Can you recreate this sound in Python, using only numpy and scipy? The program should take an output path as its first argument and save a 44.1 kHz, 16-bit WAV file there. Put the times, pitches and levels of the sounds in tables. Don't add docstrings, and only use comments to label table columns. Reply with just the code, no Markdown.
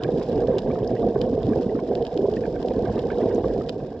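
import sys
import numpy as np
from scipy import signal
from scipy.fft import rfft, irfft
from scipy.io import wavfile
from scipy.ndimage import uniform_filter1d

SR = 44100
rng = np.random.default_rng(int(sys.argv[2]) if len(sys.argv) > 2 else 0)


def unload_wav(signal):
    wavfile.write(
        sys.argv[1],
        SR,
        np.round(np.clip(np.atleast_2d(signal).T, -1, 1) * 32767).astype(np.int16),
    )


N = 176400
LARGE_RISE, SMALL_RISE = 0.039, 0.035


def stream():
    # frequency_hz, gain_db
    spectrum = [(15, -25), (30, -12), (55, -7.5), (85, -9), (120, -3), (170, -6), (235, -2), (310, -5.5),
                (400, -1.5), (480, 2.5), (520, -2), (570, -11.5), (650, -10.5), (730, -13.5), (840, -26.5),
                (1000, -34.5), (1300, -56), (5000, -91)]
    # time_s, gain_db
    rumble_envelope = [(0, -37.5), (1.25, -35.5), (1.52, -31), (1.701, -41.5), (3.399, -34.5), (4, -44)]
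    gurgle_envelope = [(0, -26), (.57, -25.5), (.8, -26), (1.45, -26), (1.65, -27.5), (2.1, -28.5),
                       (2.218, -24), (2.4, -27.5), (2.898, -26.5), (3.349, -24.5), (3.701, -30), (4, -36)]
    burble_envelope = [(0, -36), (0.349, -32.5), (0.551, -34.5), (1.05, -31), (1.9, -36), (2.08, -31),
                       (2.399, -36), (3.3, -29.5), (4, -42)]
    gurgle_hz, burble_hz = 215.5, 557.7
    rumble = swarm(20, gurgle_hz, per_s=260, cycles=3, rise=LARGE_RISE, scatter_db=1.5)
    gurgle = swarm(gurgle_hz, burble_hz, per_s=560, cycles=1.97, rise=LARGE_RISE, scatter_db=2.5)
    burble = swarm(burble_hz, 2 * burble_hz, per_s=560, cycles=1.97, rise=LARGE_RISE, scatter_db=2.5)
    burble = signal.sosfilt(signal.butter(4, burble_hz, "high", fs=SR, output="sos"), burble)
    surge = puffs(every_s=0.027, depth_db=2.6)
    crowds = (rumble, 4.5, rumble_envelope), (gurgle, 1.84, gurgle_envelope), (burble, 0, burble_envelope)
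    return sum(level(colour(crowd, spectrum) * surge, db) * gain_curve(envelope)
               for crowd, db, envelope in crowds)


def gulps():
    # start_s, pitch_hz, level_db
    events = [(.087, 466, -9), (.139, 169, -13.5), (.354, 429, -13.5), (.394, 441, -12.5), (.538, 383, -11),
              (.560, 361, -10.5), (.659, 528, -18), (1.027, 743, -26.5), (1.049, 200, -11.5),
              (1.157, 385.4, -9), (1.327, 258, -8), (1.375, 413, -9), (1.451, 122, -10.5),
              (1.487, 283, -7.5), (1.509, 229, -10), (1.557, 501, -14), (1.595, 248, -15.5),
              (1.663, 204, -11), (1.745, 258, -11), (1.825, 340, -12), (1.917, 493, -13.5),
              (1.963, 366, -11.5), (2.164, 303, -11.5), (2.189, 379, -9.5), (2.245, 396, -8),
              (2.254, 629, -21.5), (2.282, 416, -7), (2.647, 463, -12.5), (3.224, 233, -14.5),
              (3.266, 551, -16), (3.376, 330, -12)]
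    return split_bubbles(events, swell_s=0.0025, ring_s=0.0091, rise=LARGE_RISE, twin_ratio=1.5)


def blips():
    # start_s, pitch_hz, level_db
    events = [(0.045, 1590, -29.5), (0.214, 994, -29), (0.701, 1116, -32), (0.711, 2240, -38),
              (0.756, 1220, -33.5), (.965, 1870, -37), (1.157, 1023, -28), (1.520, 1120, -36),
              (1.533, 1600, -33.5), (1.694, 1900, -40), (1.753, 1240, -36), (1.79, 985, -28),
              (1.793, 2170, -44), (2.368, 1770, -31.5), (2.437, 1670, -35), (2.454, 1560, -33),
              (2.561, 1500, -35.5), (3.103, 1490, -26.5), (3.215, 1900, -39), (3.233, 970, -29.5),
              (3.442, 1070, -26.5), (3.611, 1224, -32.5)]
    return split_bubbles(events, swell_s=0.00042, ring_s=0.0047, rise=SMALL_RISE, twin_ratio=1.42)


def fizz():
    # time_s, level_db
    envelope = [(0, -47.5), (1.8, -50.5), (2.2, -53), (3.05, -47), (3.2, -44), (3.35, -49.5), (4, -57)]
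    # frequency_hz, gain_db
    spectrum = [(500, -8), (900, 12), (1150, -0.5), (1350, -7.5), (1600, 1), (2100, -13), (3800, -10.5),
                (7000, -60)]
    small = swarm(850, 3970, per_s=800, cycles=7.2, rise=SMALL_RISE, scatter_db=3)
    bunched = colour(small, spectrum) * puffs(every_s=0.02, depth_db=3.5)
    return level(bunched, db=0) * gain_curve(envelope)


def near_shrimp():
    # start_s, relative_db
    events = [(0.0355, -28.5), (0.174, -44.5), (.236, -46), (0.3192, -41), (0.4713, -40), (0.5836, -29),
              (0.588, -31.5), (1.2145, -29), (1.2162, -36), (1.43, -39), (1.467, -41), (1.9525, -32),
              (2.024, -40), (2.051, -36), (2.0669, -34.5), (2.1748, -33), (2.338, -39), (2.627, -38.5),
              (2.6846, -36.5), (2.9913, -34), (3.6885, -36), (3.6930, -25.5)]
    # frequency_hz, gain_db
    spectrum = [(600, -19.5), (1600, -4.5), (2200, -11), (3000, 3.5), (4900, -5), (6000, -21.5),
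                (7400, -16.5), (8400, -36.5), (12500, -35.5), (15000, -51)]
    cracks = snaps([(at, undb(db)) for at, db in events], apart=1)
    return level(colour(cracks, spectrum), db=-55)


def ticks():
    # start_s, strength_db, centre_hz
    events = [(0.293, -28, 12000), (0.583, -14, 6460), (0.875, -9, 4900), (1.217, -40, 10550),
              (3.347, -14, 6500)]
    skirt_db = -41.5
    out = np.zeros((2, N))
    for at, db, hz in events:
        click = snaps([(at, undb(db))], apart=2.6)
        out += colour(click, [(hz / 2, skirt_db), (hz, 0), (hz * 2, skirt_db)])
    return out


def far_shrimp():
    # frequency_hz, gain_db
    spectrum = [(800, 5), (2400, -9), (3000, -1.5), (5000, -3), (5800, -13), (7400, -12.5), (8200, -25.5),
                (10300, -28), (12500, -34), (15000, -40)]
    # time_s, gain_db
    envelope = [(0, -0.5), (.25, 6), (.45, 2), (3.5, 4), (4, -3)]
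    snaps_per_s = 380
    hiss = colour(rng.standard_normal((2, N)) + 0.11 * rng.standard_normal(N), spectrum)
    chances = rng.random((int(snaps_per_s * N / SR), 2))
    events = [(when * N / SR, strength(size, scatter_db=5.5)) for when, size in chances]
    cracks = snaps(events, apart=1.1, swell_s=0.00067)
    crackle = colour(cracks, spectrum)
    return (level(hiss, db=-63.5) + level(crackle, db=-57.5)) * gain_curve(envelope)


def bubble(hz, cycles, rise, swell_cycles=0.59):
    age = np.arange(int(8 * cycles * SR / hz)) * hz / SR
    swell = 1 - np.exp(-(age / swell_cycles) ** 2)
    phase = 2 * np.pi * age * (1 + rise * age / cycles / 2)
    return swell * np.exp(-age / cycles) * np.sin(phase)


def split_bubbles(events, swell_s, ring_s, rise, twin_ratio):
    out, twin_db = np.zeros(N), -7.5
    for at, hz, db in events:
        add(out, at, undb(db) * bubble(hz, ring_s * hz, rise, swell_s * hz))
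        add(out, at, undb(db + twin_db) * bubble(hz * twin_ratio, ring_s * hz, rise, swell_s * hz))
    return out


def swarm(low_hz, high_hz, per_s, cycles, rise, scatter_db):
    out = np.zeros(2 * N)
    for when, pitch, size, ring in rng.random((int(per_s * N / SR), 4)):
        hz = low_hz * (high_hz / low_hz) ** pitch
        add(out, when * N / SR, hz * strength(size, scatter_db) * bubble(hz, cycles * (.5 + ring), rise))
    out = out[:N] + out[N:]
    return out - out.mean()


def snaps(events, apart, swell_s=0.00021):
    out, samples = np.zeros((2, N)), 900
    t = np.arange(samples) / SR
    housing_ring = undb(4.5) * np.exp(-t / 0.0011)
    reef_scatter = undb(-12) * np.exp(-t / 0.01)
    envelope = (housing_ring + reef_scatter) * (1 - np.exp(-(t / swell_s) ** 2))
    for at, gain in events:
        common, *own = rng.standard_normal((3, samples))
        for side, noise in zip(out, own):
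            burst = broadband(envelope * (common + apart * noise)) * np.linspace(1, 0, samples)
            add(side, at, gain * burst / np.linalg.norm(burst))
    return out


def broadband(burst):
    spectrum = rfft(burst)
    return irfft(spectrum / np.sqrt(uniform_filter1d(np.abs(spectrum) ** 2, size=9)))


def puffs(every_s, depth_db):
    targets = 2 * np.tanh(rng.standard_normal(N) / 2)
    return undb(depth_db * np.interp(np.arange(N) / SR / every_s, np.arange(N), targets))


def strength(chance, scatter_db):
    return undb(-scatter_db * np.log(1 - .96 * chance))


def colour(x, points, share=1):
    size = 2 * N
    hz, db = np.array(points, float).T
    gain_db = share * np.interp(np.log(np.arange(N + 1) * SR / size + 1), np.log(hz), db)
    cepstrum = irfft(np.log(undb(gain_db)))
    cepstrum[1:N] *= 2
    cepstrum[N + 1:] = 0
    return irfft(rfft(x, size) * np.exp(rfft(cepstrum)))[..., :N]


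def gain_curve(points):
    return undb(np.interp(np.arange(N) / SR, *np.array(points).T))


def level(x, db):
    return x * undb(db) / np.sqrt(np.mean(x ** 2))


def undb(db):
    return 10 ** (np.asarray(db) / 20)


def add(out, start_s, sound):
    start = max(int(start_s * SR), 0)
    part = sound[:max(len(out) - start, 0)]
    out[start:start + len(part)] += part


def scene():
    # frequency_hz, left_over_right_db
    sides = [(250, -1.5), (700, -4), (1030, 0.5), (1200, 8), (1350, -3.5), (1570, -12), (1900, -3.5),
             (2450, -13), (3100, -1.5), (4400, -3), (5150, 13.5), (6100, 10), (6600, -9), (8600, -1.5)]
    left, right = stream() + gulps() + blips() + fizz() + near_shrimp() + ticks() + far_shrimp()
    return np.array([colour(left, sides, share=0.63), colour(right, sides, share=-0.34)])


def record(dry):
    return signal.sosfilt(signal.ellip(8, .2, 70, 15000, fs=SR, output="sos"), dry)


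dry = scene()
out = record(dry)
unload_wav(out)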